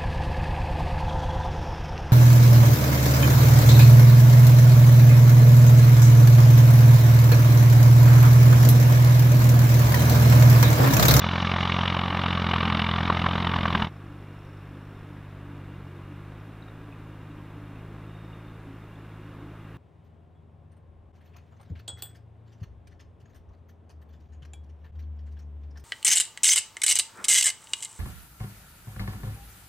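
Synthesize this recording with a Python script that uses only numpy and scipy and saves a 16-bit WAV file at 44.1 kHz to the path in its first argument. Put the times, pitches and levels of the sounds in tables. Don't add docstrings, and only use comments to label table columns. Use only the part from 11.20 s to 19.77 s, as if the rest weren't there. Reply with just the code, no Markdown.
import sys
import numpy as np
from scipy import signal
from scipy.fft import rfft, irfft, next_fast_len
from scipy.io import wavfile

SR = 44100
rng = np.random.default_rng(int(sys.argv[2]) if len(sys.argv) > 2 else 0)


def wav_out(sig):
    wavfile.write(sys.argv[1], SR, np.round(np.clip(np.atleast_2d(sig).T, -1, 1) * 32767).astype(np.int16))


N = 377937
T = np.arange(N) / SR

# (time [s], firing rate [1/s])
NEAR_SPEED = [(0.0, 42.95), (0.17, 43.97), (0.97, 44.61), (1.4, 42.55), (1.59, 42.3), (2.03, 42.92),
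              (2.25, 44.13), (2.48, 42.01), (2.7, 42.05)]
FAR_SPEED = [(2.66, 49.9), (3.28, 49.12), (3.7, 50.56), (3.96, 49.94), (4.53, 47.77), (4.69, 46.47),
             (5.31, 53.29), (5.98, 52.21), (6.11, 51.42), (6.66, 52.57), (7.2, 54.16), (7.8, 53.23),
             (7.98, 52.3), (8.57, 53.3)]
# (thump [dB], puff [dB], lateness [firing intervals])
CYLINDERS = [(-0.6, -1.5, 0.0093), (-1.7, -2, -0.0028), (-0.4, -0.66, -0.019), (0, -1, -0.0039)]
# (time [s], extra bark [dB], extra rasp [dB])
STANDOUT_FIRINGS = [(.159, 1, 0.5), (.524, -2, 4.5), (.68, -2, 5), (1.337, 7, 2.5), (1.43, 3, -1.5),
                    (1.549, 2.5, 1.5), (1.597, 4, 3.5), (1.902, 7.5, -2), (2.065, 7, 3.5), (2.272, 3.5, 3),
                    (2.34, 4, -0.5), (2.457, 6.5, 1), (2.55, 9, 2.5), (2.623, 1, 3.5)]
# (time [s], thump level [dB], rasp level [dB])
NEAR_EFFORT = [(0.0, -27.5, -34.5), (0.67, -28, -34), (0.9, -30.5, -36.5), (1.02, -28.5, -33.5),
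               (1.22, -27.5, -36), (1.37, -27.0, -32.5), (1.86, -28.0, -35), (2.7, -29, -37)]
# (time [s], level [dB])
FAR_THUMP = [(2.7, -43), (3.9, -43.5), (4.41, -41), (5.26, -43), (5.38, -45.0), (6.85, -42), (7.74, -46),
             (7.95, -43.5), (8.57, -43.5)]
# (frequency [Hz], level [dB])
NEAR_PIPE = [(20, -68), (44, -16.5), (70, -7), (87, 0.5), (130, -4.5), (174, -2.5), (215, -4), (260, -23.5),
             (400, -23), (700, -25.5), (1500, -54), (3000, -83)]
FAR_PIPE = [(20, -35), (51, -8), (100, 1), (155, -2), (205, -11.5), (255, -25), (380, -38), (480, -49),
            (1500, -69), (3000, -98)]
BARK = [(60, -28), (140, -17), (200, -3), (260, -7.5), (400, -12.5), (600, -6.5), (900, -1), (1050, 0),
        (1170, 2.5), (1380, -4.5), (1850, -7), (2400, -22), (4500, -67)]
RASP = [(900, -46), (1800, -9.5), (2200, 1), (2600, -4), (2930, 2.5), (3250, -4.5), (3650, -2.5),
        (4200, -14), (5100, -20.5), (5500, -25.5), (6200, -47), (7300, -41), (10500, -42.5), (14000, -95)]
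WASH = [(15, -7), (30, 12.5), (70, 4), (130, 5.5), (230, 7.5), (380, 5), (550, 0), (800, -2), (1150, 0),
        (1600, -4), (2000, -8), (2500, -9), (3000, -15.5), (3650, -16.5), (4400, -26), (7000, -43)]
RUMBLE = [(30, -37), (110, -7.5), (160, -2), (195, 4.5), (240, -2), (295, -1), (350, -8), (420, -9),
          (900, -52.5)]
SIZZLE = [(2500, -36), (3350, -12), (3520, 16.5), (3650, -18), (3820, 10.5), (4200, 1), (5100, -5),
          (5480, -0.5), (6250, -9.5), (6520, -11.5), (6780, -14), (6940, -16), (7300, -27), (14000, -58)]
HISS = [(30, -19), (3000, 2.5), (6000, 1.5), (10000, 0), (15500, -2.5)]
# (frequency [Hz], stray [Hz], level [dB])
DRONE = [(286, 6, -54), (344, 2.42, -60)]
# (frequency [Hz], width [Hz], level [dB], flutter [dB])
WHINES = [(2810, 66, -71.5, 4.5), (1640, 64, -71.5, 0), (3650, 70.6, -80, 5)]
# (time [s], frequency [Hz], level [dB])
CHINKS = [(5.422, 3820, -53.5), (5.483, 3740, -55.5), (5.724, 2550, -52), (6.112, 3740, -62.5),
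          (6.179, 3250, -61), (6.557, 2590, -54), (7.40, 3920, -65), (7.755, 3640, -60)]

CUT_S, CUT_LENGTH_S = 2.668, 0.057
NEAR_START, FAR_START = 0.150, 0.886
BARK_DB, BARK_FOLLOWS = -30.5, 0.43
WASH_DB, WASH_FOLLOWS = -49, 0.2
SIZZLE_DB, SIZZLE_LATE_DB, SIZZLE_DROP_S, SIZZLE_DROP_LENGTH_S = -45.5, -52, 0.7, 0.2
DRONE_SWELL_DB, DRONE_SWELLS_PER_S = 5.5, 6.6
TICK_HZ, TICK_WIDTH_HZ, TICK_LAG_S = 5420, 220, 0.002
TICK_DB, TICK_LATE_DB, TICK_SINKS_S, TICK_SINK_LENGTH_S = -79, -87, 4, 0.3
CHINK_RISE_S, CHINK_T60_S = 0.002, 0.065
SQUEAL_S, SQUEAL_LENGTH_S, SQUEAL_DB = 6.87, 0.48, -70.5
SQUEAL_HZ, SQUEAL_SAG_HZ_PER_S = 3700, 170
EDGE_HZ = 15700


def amp(db):
    return 10 ** (np.asarray(db) / 20)


def evened(x):
    return x / np.sqrt(np.mean(x ** 2) + 1e-20)


def curves(rows):
    s, *columns = np.transpose(rows)
    return [np.interp(T, s, c) for c in columns]


def ramp(s, length_s):
    return np.clip((T - s) / length_s + 0.5, 0, 1)


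def add(mix, s, sound):
    part = mix[round(s * SR):][:len(sound)]
    part += sound[:len(part)]


def colour(x, points, causal=1):
    hz, db = np.transpose(points)
    f = abs(np.fft.fftfreq(16384, 1 / SR))
    log_gain = np.log(amp(np.interp(np.log(f + 1), np.log(hz), db)))
    phase = -causal * signal.hilbert(log_gain).imag
    ring = np.fft.fftshift(np.fft.ifft(np.exp(log_gain + 1j * phase)).real)
    return evened(signal.oaconvolve(x, ring, "same"))


def wander(hz, size=N):
    padded = next_fast_len(size + SR)
    f = np.fft.rfftfreq(padded, 1 / SR)
    smooth = irfft(rfft(rng.standard_normal(padded)) / (1 + (f / hz) ** 4), padded)
    return evened(smooth)[:size]


def wavering_tone(hz, width_hz, flutter_db):
    turns = np.cumsum(hz + width_hz / 2 * wander(width_hz, len(hz))) / SR
    flutter = amp(flutter_db * wander(hz=59.5, size=len(hz)))
    return evened(np.sin(2 * np.pi * turns) * flutter)


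def firings(speed, start):
    turns = np.cumsum(curves(speed)[0]) / SR
    turns += start - np.interp(speed[0][0], T, turns)
    k = np.arange(np.ceil(turns[0]), turns[-1]).astype(int)
    thump_db, puff_db, late = np.array(CYLINDERS)[k % len(CYLINDERS)].T
    return np.interp(k + late, turns, T), thump_db, puff_db


def scatter(times, spread_db):
    return spread_db * rng.standard_normal(len(times))


def clicks(times, db):
    at = np.clip(np.round(times * SR).astype(int), 0, N)
    return np.bincount(at, amp(db), N + 1)[:N]


def puffs(times, db, length_s, echo_s, echo, steady):
    t = np.arange(-SR // 20, SR // 20) / SR
    surge = np.exp(-abs(t / length_s) ** 3)
    surge += echo * np.exp(-((t - echo_s) / length_s) ** 2)
    flow = signal.oaconvolve(clicks(times, db), surge, "same")
    return np.hypot(flow, steady) * rng.standard_normal(N)


def hiss():
    common, left, right = (colour(rng.standard_normal(N), HISS) for _ in range(3))
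    return amp(-71.5) * np.array([left, right]) + amp(-78) * common


def diffuse_tail(x):
    t = np.arange(SR) / SR
    decay = amp(-t * 60 / 0.57)
    tail = decay * (t > 0.04) * rng.standard_normal((2, len(t)))
    tail = signal.lfilter(*signal.butter(2, 280, "high", fs=SR), tail)
    return signal.oaconvolve(x[None], tail / np.linalg.norm(tail[0]), axes=1)[:, :N]


def breeze():
    gust = np.exp(-((T - 2.35) / 0.53) ** 2)
    spectrum = [(8, -6), (25, -2), (60, -1), (150, -27), (1000, -70)]  # (frequency [Hz], level [dB])
    return amp(-42.0) * gust * colour(rng.standard_normal(N), spectrum)


def rumble():
    return amp(-40.5 + 2.2 * wander(hz=2.5)) * colour(rng.standard_normal(N), RUMBLE)


def sizzle():
    level_db = SIZZLE_DB + (SIZZLE_LATE_DB - SIZZLE_DB) * ramp(SIZZLE_DROP_S, SIZZLE_DROP_LENGTH_S)
    return amp(level_db + 2.8 * wander(hz=60)) * colour(rng.standard_normal(N), SIZZLE)


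def whines():
    out = np.zeros(N)
    for hz, width_hz, db, flutter_db in WHINES:
        out += amp(db) * wavering_tone(np.full(N, hz), width_hz, flutter_db)
    return out


def drone():
    out = np.zeros(N)
    for hz, stray_hz, db in DRONE:
        hum = wavering_tone(hz + stray_hz * wander(hz=9), width_hz=12, flutter_db=3.3)
        swell_db = DRONE_SWELL_DB * np.tanh(wander(DRONE_SWELLS_PER_S))
        out += amp(db) * evened(hum * amp(swell_db))
    return out


def ticks():
    times, _, puff_db = firings(FAR_SPEED, FAR_START)
    level_db = TICK_DB + (TICK_LATE_DB - TICK_DB) * ramp(TICK_SINKS_S, TICK_SINK_LENGTH_S)
    blows = clicks(times + TICK_LAG_S, puff_db + scatter(times, spread_db=3.5))
    t = np.arange(SR // 20) / SR
    ring = signal.oaconvolve(blows, t * np.exp(-t / 0.002))[:N]
    tone = wavering_tone(np.full(N, TICK_HZ), TICK_WIDTH_HZ, flutter_db=1.5)
    return amp(level_db) * evened(ring * tone)


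def plough():
    out = np.zeros(N)
    t = np.arange(SR // 10) / SR
    ring = np.minimum(t / CHINK_RISE_S, 1) * amp(-60 * t / CHINK_T60_S)
    for s, hz, db in CHINKS:
        tone = wavering_tone(np.full(len(t), hz), width_hz=220, flutter_db=1.0)
        add(out, s, amp(db) * ring * tone)
    t = np.arange(0, SQUEAL_LENGTH_S, 1 / SR)
    squeal = wavering_tone(SQUEAL_HZ - SQUEAL_SAG_HZ_PER_S * t, width_hz=26, flutter_db=4)
    add(out, SQUEAL_S, amp(SQUEAL_DB) * signal.windows.tukey(len(t), 0.22) * squeal)
    return out


def far_tractor():
    times, thump_db, puff_db = firings(FAR_SPEED, FAR_START)
    thump_level_db = curves(FAR_THUMP)[0]
    wash_level_db = WASH_DB + WASH_FOLLOWS * (thump_level_db - thump_level_db.mean())
    thump = colour(clicks(times, thump_db + scatter(times, spread_db=0.2)), FAR_PIPE, causal=0.029)
    wash_db = puff_db + scatter(times, spread_db=3.0)
    wash = puffs(times + 0.0017, wash_db, length_s=0.0027, echo_s=0.005, echo=0.32, steady=1.75)
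    return amp(wash_level_db) * colour(wash, WASH) + amp(thump_level_db) * thump


def near_tractor():
    times, thump_db, puff_db = firings(NEAR_SPEED, NEAR_START)
    thump_level_db, rasp_level_db = curves(NEAR_EFFORT)
    mean_rasp_db = rasp_level_db[T < CUT_S].mean()
    bark_level_db = BARK_DB + BARK_FOLLOWS * (rasp_level_db - mean_rasp_db)

    standout = np.array(STANDOUT_FIRINGS)
    matches = abs(times[:, None] - standout[:, 0]) < 0.01
    extra_bark_db, extra_rasp_db = (matches @ standout[:, 1:]).T

    thump = clicks(times - 0.0004, thump_db + scatter(times, spread_db=0.64))
    thump = colour(thump, NEAR_PIPE, causal=0.36)
    bark_db = puff_db + extra_bark_db + scatter(times, spread_db=0.6)
    bark = puffs(times + 0.00048, bark_db, length_s=0.0036, echo_s=0.0041, echo=0.32, steady=0.32)
    rasp_db = puff_db + extra_rasp_db + scatter(times, spread_db=1.15)
    rasp = puffs(times + 0.0014, rasp_db, length_s=0.0033, echo_s=0.0052, echo=0.3, steady=0.15)
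    puff = amp(bark_level_db) * colour(bark, BARK) + amp(rasp_level_db) * colour(rasp, RASP)
    return amp(thump_level_db) * thump + puff


def scene():
    fade = ramp(CUT_S, CUT_LENGTH_S)
    near = breeze() + rumble() + sizzle() + near_tractor()
    far = whines() + drone() + ticks() + plough() + far_tractor()
    near_view = near + amp(-34.5) * diffuse_tail(near)
    far_view = far + amp(-36.5) * diffuse_tail(far)
    return hiss() + (1 - fade) * near_view + fade * far_view


def record(dry):
    low_pass = signal.firwin(511, EDGE_HZ, window=("kaiser", 9), fs=SR)
    return signal.oaconvolve(dry, low_pass[None], "same")


dry = scene()
out = record(dry)
wav_out(out)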